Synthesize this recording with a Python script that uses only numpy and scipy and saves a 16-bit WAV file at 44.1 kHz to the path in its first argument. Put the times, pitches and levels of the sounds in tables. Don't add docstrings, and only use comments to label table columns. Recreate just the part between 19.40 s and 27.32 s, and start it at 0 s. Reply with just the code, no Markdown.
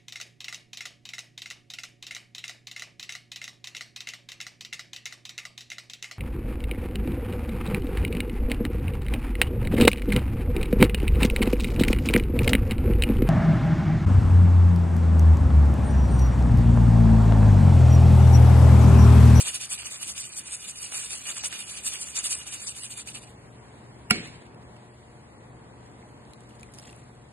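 import sys
import numpy as np
from scipy import signal
from scipy.fft import rfft, irfft, next_fast_len
from scipy.io import wavfile
from scipy.ndimage import uniform_filter1d

SR = 44100
rng = np.random.default_rng(int(sys.argv[2]) if len(sys.argv) > 2 else 0)


def magnitude_from_level(level_db):
    exponent = np.asarray(level_db, float) / 20
    return 10 ** exponent


def master_out(mix):
    frames = np.transpose(np.atleast_2d(mix))
    ceiling = np.clip(frames, -1, 1)
    pcm = np.round(ceiling * 32767).astype(np.int16)
    wavfile.write(sys.argv[1], SR, pcm)


N = 349272
T = np.arange(N) / SR
SIZE = next_fast_len(N + SR)
HZ = np.maximum(np.arange(SIZE // 2 + 1) * SR / SIZE, 1.)

# [freq_hz, right_lead_rad, diffuse_likeness_0_1]
PORTS = [(20, 0, .55), (60, 0, .65), (120, 0, .9), (300, .05, .8), (600, .6, .3), (1000, 1.8, .45),
         (1400, 1.6, .3), (2400, 1.8, .3), (3000, 2.9, .25), (4200, 3.1, .3), (4900, 3.14, .75),
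         (5500, 3.14, .9), (6200, 3.05, .85), (6650, 1.4, .6), (7100, .03, .995), (9600, -.03, .995),
         (10200, -.7, .75), (10800, -2.9, .8), (11500, -3.14, .9)]
# [start_s, end_s]
FADE_S = [3.2, 3.73]


def along(table, column=1):
    rows = np.array(table, float)
    return np.interp(np.log(HZ), np.log(rows[:, 0]), rows[:, column])


def shape(x, gain):
    return irfft(rfft(x, SIZE) * gain, SIZE)[..., :N]


def unit(x):
    return x / np.sqrt(np.mean(x ** 2))


def diffuse():
    alike = np.clip(along(PORTS, column=2), 0, 1)
    common, left, right = rng.standard_normal((3, N))
    return shape(common, np.sqrt(alike)) + shape(np.array([left, right]), np.sqrt(1 - alike))


def walk(rate_hz):
    k = int(SR / rate_hz)
    held = np.repeat(rng.standard_normal(N // k + 1), k)
    return unit(uniform_filter1d(held, k)[:N])


def ring(hz, gain, t60_s, glide=0.):
    t = np.arange(int(t60_s * SR)) / SR
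    decay = np.exp(-np.log(1000) * t / t60_s)
    return gain * decay * np.sin(2 * np.pi * hz * t * (1 + glide * t / t60_s))


def add(out, s, piece):
    i = int(s * SR)
    out[i:i + len(piece)] += piece[:N - i]


def bursts(rows):
    out = np.zeros(N)
    for s, db, fall_s in rows:
        add(out, s, magnitude_from_level(db) * np.exp(-np.arange(int(10 * fall_s * SR)) / (fall_s * SR)))
    return out


def vent_opening():
    # [peak_s, jet_db, fall_s, wetness_db]
    puffs = [(0.012, -26, 0.014, 0), (0.08, -27.0, 0.029, 2), (0.157, -29.5, 0.015, 1),
             (0.23, -31.5, 0.024, 1), (0.329, -29, 0.023, 0), (0.405, -35.5, 0.025, 3.5),
             (0.469, -32.5, 0.017, -0.5), (0.631, -33, 0.023, 0), (0.698, -31.5, 0.025, -1.5),
             (0.791, -32, 0.025, -1.5), (1.14, -30.5, 0.024, -3), (1.581, -31.5, 0.049, 0.5),
             (1.648, -36.5, 0.03, 0.5), (1.737, -32.5, 0.03, 1.5), (1.89, -31.5, 0.031, 4),
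             (1.906, -33.5, 0.012, 3.5), (1.983, -32, 0.026, 0.5), (2.058, -26, 0.016, -2),
             (2.204, -33.5, 0.02, 0), (2.47, -26, 0.02, -3.5), (2.545, -34, 0.033, 2.5),
             (2.628, -32.5, 0.029, -2.5), (2.782, -28, 0.024, 2.5), (2.859, -24.5, 0.018, -3),
             (2.929, -27.5, 0.026, -2.5), (3.145, -34, 0.026, 1.5), (3.29, -33, 0.022, -1.5)]
    # [peak_s, jet_db, fall_s, wetness_db]
    half_puffs = [(0.538, -34, 0.033, 2), (0.845, -36.5, 0.041, -2.5), (0.934, -41.5, 0.022, -3),
                  (0.983, -34, 0.024, -4), (1.082, -39, 0.029, -1), (1.244, -39, 0.04, -1.5),
                  (1.295, -32.5, 0.019, -4), (1.38, -40, 0.026, -0.5), (1.445, -35, 0.039, -1),
                  (1.552, -38, 0.015, 6), (1.802, -41.0, 0.055, 0), (2.141, -37, 0.033, 5.5),
                  (2.24, -43, 0.042, 0.5), (2.312, -35.5, 0.037, -1.5), (2.379, -37.5, 0.03, 3),
                  (2.691, -36.5, 0.032, -2), (2.998, -38, 0.035, 0.5), (3.086, -36.5, 0.019, 2),
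                  (3.224, -36, 0.025, 1), (3.381, -37.5, 0.026, 0.5), (3.444, -33.5, 0.022, -1),
                  (3.521, -36.5, 0.021, -1.5), (3.594, -34.5, 0.022, 1), (3.69, -37.5, 0.021, 2.5),
                  (3.763, -39.0, 0.021, 4), (3.833, -47.5, 0.02, 2.5), (3.886, -54.5, 0.028, 4)]
    # [start_s, peak_db, fall_s]
    spurts = [(0.0498, -23, 0.012), (0.143, -16, 0.012), (0.2034, -34, 0.0071), (0.3202, -22, 0.012),
              (0.4569, -27, 0.014), (0.627, -20, 0.009), (0.6833, -23, 0.012), (0.9652, -29, 0.01),
              (1.1268, -32, 0.012), (1.29, -31, 0.011), (1.5199, -24, 0.012), (1.5427, -19, 0.013),
              (1.706, -20.5, 0.013), (1.9644, -33, 0.012), (2.0438, -28, 0.012), (2.0507, -31, 0.016),
              (2.197, -21.5, 0.013), (2.4616, -12.5, 0.016), (2.6189, -21, 0.012), (2.7531, -35, 0.012),
              (2.7621, -24, 0.012), (2.8419, -26, 0.012), (2.85, -18, 0.011), (2.9068, -13, 0.014),
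              (3.0745, -23, 0.012), (3.271, -22, 0.011), (3.505, -26, 0.012), (3.673, -27, 0.013)]
    power = np.zeros((3, N))
    for s, db, fall_s, wet_db in list(puffs) + list(half_puffs):
        near = slice(max(int((s - .15) * SR), 0), int((s + .2) * SR))
        t = T[near] - s
        rise = 0.81 * (t / (1.075 * fall_s)) ** 2
        fall = 0.78 * (np.abs(t) / fall_s) ** 1.42
        bump = np.exp(-np.where(t < 0, rise, fall))
        parts_db = db + np.array([0, -7 + 0.86 * wet_db, -16 + 1.14 * wet_db])
        power[:, near] += (magnitude_from_level(parts_db)[:, None] * bump) ** 2
    leak = magnitude_from_level(-55.5 + np.array([[0], [2.5], [-1.5]])) * np.interp(T, FADE_S, [1, 0])
    spurt = bursts(spurts) * magnitude_from_level(-14 + np.array([[0], [-8], [-18]]))
    return np.sqrt(power + leak ** 2 + spurt ** 2)


def steam():
    # [freq_hz, level_db_per_hz]
    spectrum = [(600, -82.5), (1000, -84), (1500, -83.5), (2000, -82.5), (2400, -79), (3000, -78),
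                (4000, -80.5), (5000, -80.5), (6000, -72.5), (7500, -75), (8700, -72), (10000, -75.5),
                (11300, -72.5), (11900, -96.5)]
    # [freq_hz, width_hz, gain_db]
    modes = [(2415, 57, 10), (2580, 78, 2.5), (2874, 50, 10.5), (3490, 20, 10), (3650, 22, 13),
             (4516, 77, 13), (4880, 60, 15.5), (6210, 33, -1), (7400, 120, -2.5)]
    # [freq_hz, left_minus_right_db, left_lead_rad]
    lid_side = [(503, 5.5, -1), (1030, -2.5, -0.5), (1520, -2.5, 3), (2650, -8, 3), (3090, 0, -0.38),
                (4203, 1.5, 2), (4640, 0, 0), (12000, 0, 0)]
    edges_hz = [0, 6600, 7800, 9000, 10200, 23000]
    flutter_db, flutter_hz = 2, 45
    lid = 1 + sum((magnitude_from_level(db) - 1) / (1 + (2 * (HZ - hz) / width_hz) ** 2) for hz, width_hz, db in modes)
    half = np.array([[.5], [-.5]])
    apart = magnitude_from_level(along(lid_side) * half) * np.exp(1j * along(lid_side, column=2) * half)
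    colour = magnitude_from_level(along(spectrum)) * lid * apart / (1 + (600 / HZ) ** 3)
    low = 1 / (1 + (HZ / 2200) ** 8)
    high = 1 / (1 + (4500 / HZ) ** 8)
    out = 0
    for gate, band, sputter_db in zip(vent_opening(), (high, 1 - low - high, low), (1.6, 2.6, 2.1)):
        sputter = magnitude_from_level(sputter_db * walk(260) + 0.19 * walk(60))
        steady = shape(diffuse() * sputter, colour * band)
        if band is high:
            steady = sum(shape(steady, (HZ >= lo) & (HZ < hi)) * magnitude_from_level(flutter_db * walk(flutter_hz))
                         for lo, hi in zip(edges_hz, edges_hz[1:]))
        out = out + unit(steady) * gate
    return out


def weight_knocks():
    # [start_s, peak_db]
    knocks = [(0.141, -46), (0.431, -36), (0.768, -43), (1.523, -33.5), (1.967, -35), (2.037, -27),
              (2.127, -28), (2.459, -55), (2.758, -64), (2.921, -33.5), (3.501, -57), (3.672, -42)]
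    level = bursts([(s, db - 2.0, .003) for s, db in knocks])
    dull = 1 / (1 + (900 / HZ) ** 4) / (1 + (HZ / 3500) ** 3)
    return unit(shape(diffuse(), dull)) * level * magnitude_from_level([[-2.5], [2.5]])


def cooker():
    return steam() + weight_knocks()


def snap():
    # [start_s, level_db, fall_s]
    strikes = [
        (4.701, -22, 0.005),
        (4.7055, -12, 0.002),
        (4.7085, 3.5, 0.0015),
        (4.71, -7, 0.0014),
        (4.7125, -19, 0.0038),
    ]
    # [start_s, level_db]
    settle = [
        (4.745, -48),
        (4.874, -33.5),
        (5.064, -43),
        (5.145, -47),
        (5.365, -42),
    ]
    # [freq_hz, level_db_per_hz]
    crack_colour = [(60, -68), (200, -31), (600, -51), (1400, -52), (2200, -46), (2800, -38), (3500, -65),
                    (5300, -48.5), (6300, -73), (7800, -54.5), (8800, -67), (10600, -48.5), (11900, -60.5)]
    # [freq_hz, level_db_per_hz]
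    tail_colour = [(60, -77), (200, -59.5), (400, -68), (1000, -83.5), (2200, -68), (3500, -74.5),
                   (4400, -74.5), (5300, -78), (6300, -83), (7800, -82.5), (10600, -87.5), (11900, -140.0)]
    # [freq_hz, level_db, t60_s]
    bottle = [(224, -28.5, 0.17), (411, -32.5, 0.2), (726, -29.5, 0.13), (52, -42, 0.34),
              (1000, -24, 0.027), (1400, -14.5, 0.042), (2236, -26, 0.25), (2490, -35, 0.049),
              (2700, -26, 0.1), (2980, -39, 0.17), (4280, -29, .3), (5250, -54, .3), (5260, -39, .3)]
    hits = bursts(strikes + [(s, db, .004) for s, db in settle])
    noise = 0.64 * rng.standard_normal(N) + 0.51 * diffuse()
    crack = shape(noise * hits, magnitude_from_level(along(crack_colour) + 48.5) / (1 + (700 / HZ) ** 3))
    body = np.zeros(N)
    for hz, db, t60_s in bottle:
        add(body, 4.7085 + 0.85 / hz, ring(hz, magnitude_from_level(db), t60_s))
    add(body, 4.7143, -ring(208, magnitude_from_level(-17), 0.054))
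    add(body, 4.7455, ring(2260, magnitude_from_level(-31), .06))
    fading = bursts([(4.712, -2, 0.017), (4.712, -6, 0.12)])
    tail = shape(diffuse() * fading * magnitude_from_level(2.6 * walk(60)), magnitude_from_level(along(tail_colour) + 50.5))
    return (crack + body) * magnitude_from_level([[-1.5], [1.5]]) + tail


def pour():
    # [start_s, peak_db, pitch_hz, length_cycles, crack_db]
    drops = [(6.6267, -42.5, 2140, 6.1, -65), (6.8523, -39.5, 5030, 2.8, -69.5),
             (6.9347, -41.5, 4040, 14, -34.5), (7.0066, -40, 8100, 5, -52), (7.108, -49, 2830, 8, -53),
             (7.1966, -46, 5170, 5, -41), (7.2098, -40, 7000, 12, -57), (7.231, -32.5, 2380, 6.8, -28.5),
             (7.2876, -48, 2000, 10, -76), (7.3225, -42, 10000, 8, -65), (7.3376, -53, 5200, 5, -34),
             (7.3417, -35, 8600, 7.7, -36), (7.348, -40, 6000, 9.9, -37), (7.353, -50, 5400, 10, -56),
             (7.386, -36, 5230, 23, -27.5), (7.398, -38, 5400, 11, -46), (7.439, -33, 6270, 8.8, -55),
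             (7.473, -37.5, 7140, 14, -52), (7.492, -47, 5100, 9.9, -50), (7.493, -39.5, 2700, 8.4, -55),
             (7.5, -44, 4300, 8.3, -44), (7.527, -43, 8510, 20, -48), (7.563, -36, 10100, 8, -58),
             (7.53, -38, 2530, 4, -56), (7.477, -44, 3230, 8.8, -60), (7.418, -52, 9600, 6, -41),
             (7.752, -47, 7850, 11, -77)]
    # [time_s, level_db]
    trickle = [(6.4, -68), (6.801, -73), (7.2, -65.5), (7.32, -66), (7.35, -64.5), (7.39, -56.5),
               (7.45, -51.5), (7.5, -55.5), (7.54, -63), (7.62, -60.5), (7.92, -89)]
    bubbles = np.zeros(N)
    for s, db, hz, cycles, _ in drops:
        add(bubbles, s, ring(hz, magnitude_from_level(db - 3.5), 7.7 * cycles / hz, glide=0.044))
    cracks = bursts([(s, crack_db - 5.0, .0012) for s, *_, crack_db in drops])
    flow_s, flow_db = np.transpose(trickle)
    for when, pitch, size in rng.random((700, 3)):
        at_s = 6.4 + 1.5 * when
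        hz = 1800 * 6.1 ** pitch
        gain = magnitude_from_level(np.interp(at_s, flow_s, flow_db) + 9.7 * size ** 2)
        add(bubbles, at_s, ring(hz, gain, 18 / hz, glide=0.21))
    flow = np.interp(T, flow_s, flow_db, left=-120) + 52.0
    spatter = magnitude_from_level(-50 + 1.1 * flow + 4.0 * walk(150))
    lead_rad = np.interp(HZ, [1490, 2330, 4400, 5100], [-0.5, 4.0, 2.0, 0.5])
    apart = np.exp(1j * lead_rad * np.array([[.5], [-.5]]))
    splash = shape(diffuse() * (cracks + spatter), 1 / (1 + (1200 / HZ) ** 4))
    return shape(bubbles * magnitude_from_level([[-.4], [.4]]), apart) + splash


def room_air(room_db):
    # [freq_hz, level_db_per_hz]
    air = [(25, -96), (50, -77.5), (100, -76), (200, -78.5), (400, -82), (600, -85.5), (1000, -85),
           (1300, -90.5), (2000, -89), (2600, -96), (4000, -100.0), (6000, -105.0), (9000, -105.0),
           (11000, -106.0), (11900, -114.0)]
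    # [time_s, level_db]
    hiss_sag = [
        (5.05, 0.5),
        (5.11, -11),
        (5.2, -4),
        (5.23, -0.5),
    ]
    rumble = 1 / (1 + (HZ / 1800) ** 4)
    colour = magnitude_from_level(along(air)) * np.sqrt(SR / 2)
    lows = shape(diffuse(), colour * rumble) * magnitude_from_level(room_db + 51.5 + 0.24 * walk(7.6))
    sag_db = np.interp(T, *np.transpose(hiss_sag))
    hiss = shape(diffuse(), colour * (1 - rumble)) * magnitude_from_level(0.5 * walk(2.2) + sag_db)
    return lows * magnitude_from_level([[.8], [-.8]]) + hiss


def motor_hum(room_db):
    # [start_s, end_s]
    fridge_up_s = [2.66, 3.4]
    # [freq_hz, level_db]
    lines = [(140, -61.5), (222, -61), (360, -67), (441, -65), (478, -67), (600, -67), (721, -64.5),
             (840, -66.5), (958, -68), (1077, -71), (1916, -75)]
    near = np.interp(T, FADE_S, [0, 1])
    throb = np.sin(np.pi * 3.105 * (T - 1.08)) ** 2
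    fan_db = -57 - 17 * throb + 0.6 * walk(1.7)
    hum = magnitude_from_level(fan_db) * np.sin(2 * np.pi * 68.6 * T + 0.46 * walk(2.0))
    fridge_db = np.interp(T, fridge_up_s, [-62, -56]) + 0.49 * near * (room_db + 58.5) + 1.0 * walk(7)
    hum += magnitude_from_level(fridge_db) * np.sin(2 * np.pi * 120.2 * T + 0.16 * walk(4.2))
    hob_db = -65.5 - 1.9 * near + 1.2 * walk(2.37)
    hum += magnitude_from_level(hob_db) * np.sin(2 * np.pi * 205 * T + 0.35 * walk(7.6))
    for hz, db in lines:
        hum += near ** 2 * magnitude_from_level(db + 2.2 * walk(8)) * np.sin(2 * np.pi * hz * T + hz / 1800 * walk(12))
    return hum * magnitude_from_level([[.6], [-.6]])


def kitchen():
    # [time_s, level_db]
    room = [(0, -54), (.3, -57.5), (1.7, -56), (2.5, -53.5), (3.5, -55), (3.95, -50), (4.6, -49.5),
            (4.9, -50), (5.2, -48), (5.55, -53.5), (6.1, -49.5), (7.3, -51), (7.48, -50), (7.92, -54.5)]
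    room_db = np.interp(T, *np.transpose(room))
    return room_air(room_db) + motor_hum(room_db)


def scene():
    return cooker() + snap() + pour() + kitchen()


def thin(x):
    # [freq_hz, level_db]
    mask = [(1000, -18), (2400, -8), (3600, -5), (4500, -8), (4950, -2), (5400, -2), (5900, -6),
            (6600, -3.5), (7200, -9), (9300, -9), (10200, -3), (11000, -1), (11700, 1)]
    sharp_s = [.02, .14, .185, .205, .254, .67, .764, 2.04, 2.065, 2.135, 2.3, 2.76, 2.83, 3.06, 3.13, 3.34,
               3.365, 3.665, 3.715, 4.71, 4.735, 5.22, 6.94, 7.01, 7.1, 7.125, 7.2, 7.225, 7.335, 7.36,
               7.39, 7.41, 7.495, 7.52, 7.545, 7.91]
    band_bins, lead = 10, 94
    window = signal.windows.kaiser_bessel_derived(2048, 4 * np.pi)
    mid_side = np.pad(np.array([x[0] + x[1], x[0] - x[1]]) / 2, ((0, 0), (lead, 0)))
    hz, _, z = signal.stft(mid_side, SR, window, nperseg=2048)
    power = np.add.reduceat(np.abs(z) ** 2, np.arange(0, len(hz), band_bins), axis=1)
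    sharp = np.isin(np.arange(z.shape[2]), np.round((np.array(sharp_s) * SR + lead) / 1024))
    waver = uniform_filter1d(rng.standard_normal(power.shape), size=2, axis=2)
    waver = np.sqrt(6) * uniform_filter1d(waver, size=3, axis=1)
    mask_db = np.interp(hz[::band_bins], *np.transpose(mask))[:, None] - 22 * sharp + 4.5 * waver
    kept = power > power.sum(0) * magnitude_from_level(mask_db) ** 2
    z = z * kept[:, np.arange(len(hz)) // band_bins]
    mid, side = signal.istft(z, SR, window, nperseg=2048)[1][:, lead:lead + N]
    return np.array([mid + side, mid - side])


def top_cut(x):
    return signal.sosfilt(signal.butter(12, 12000, fs=SR, output="sos"), x)


def record(dry):
    turn = np.exp(1j * along(PORTS) * np.array([[-.5], [.5]]))
    turn = turn / (1 + (38 / HZ) ** 4) / (1 + (HZ / 11900) ** 80)
    top = 1.1
    rounded = top * np.tanh(shape(dry, turn) / top)
    mix = thin(shape(rounded, 1 / (1 + (HZ / 12000) ** 80)))
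    return top_cut(mix)


dry = scene()
out = record(dry)
master_out(out)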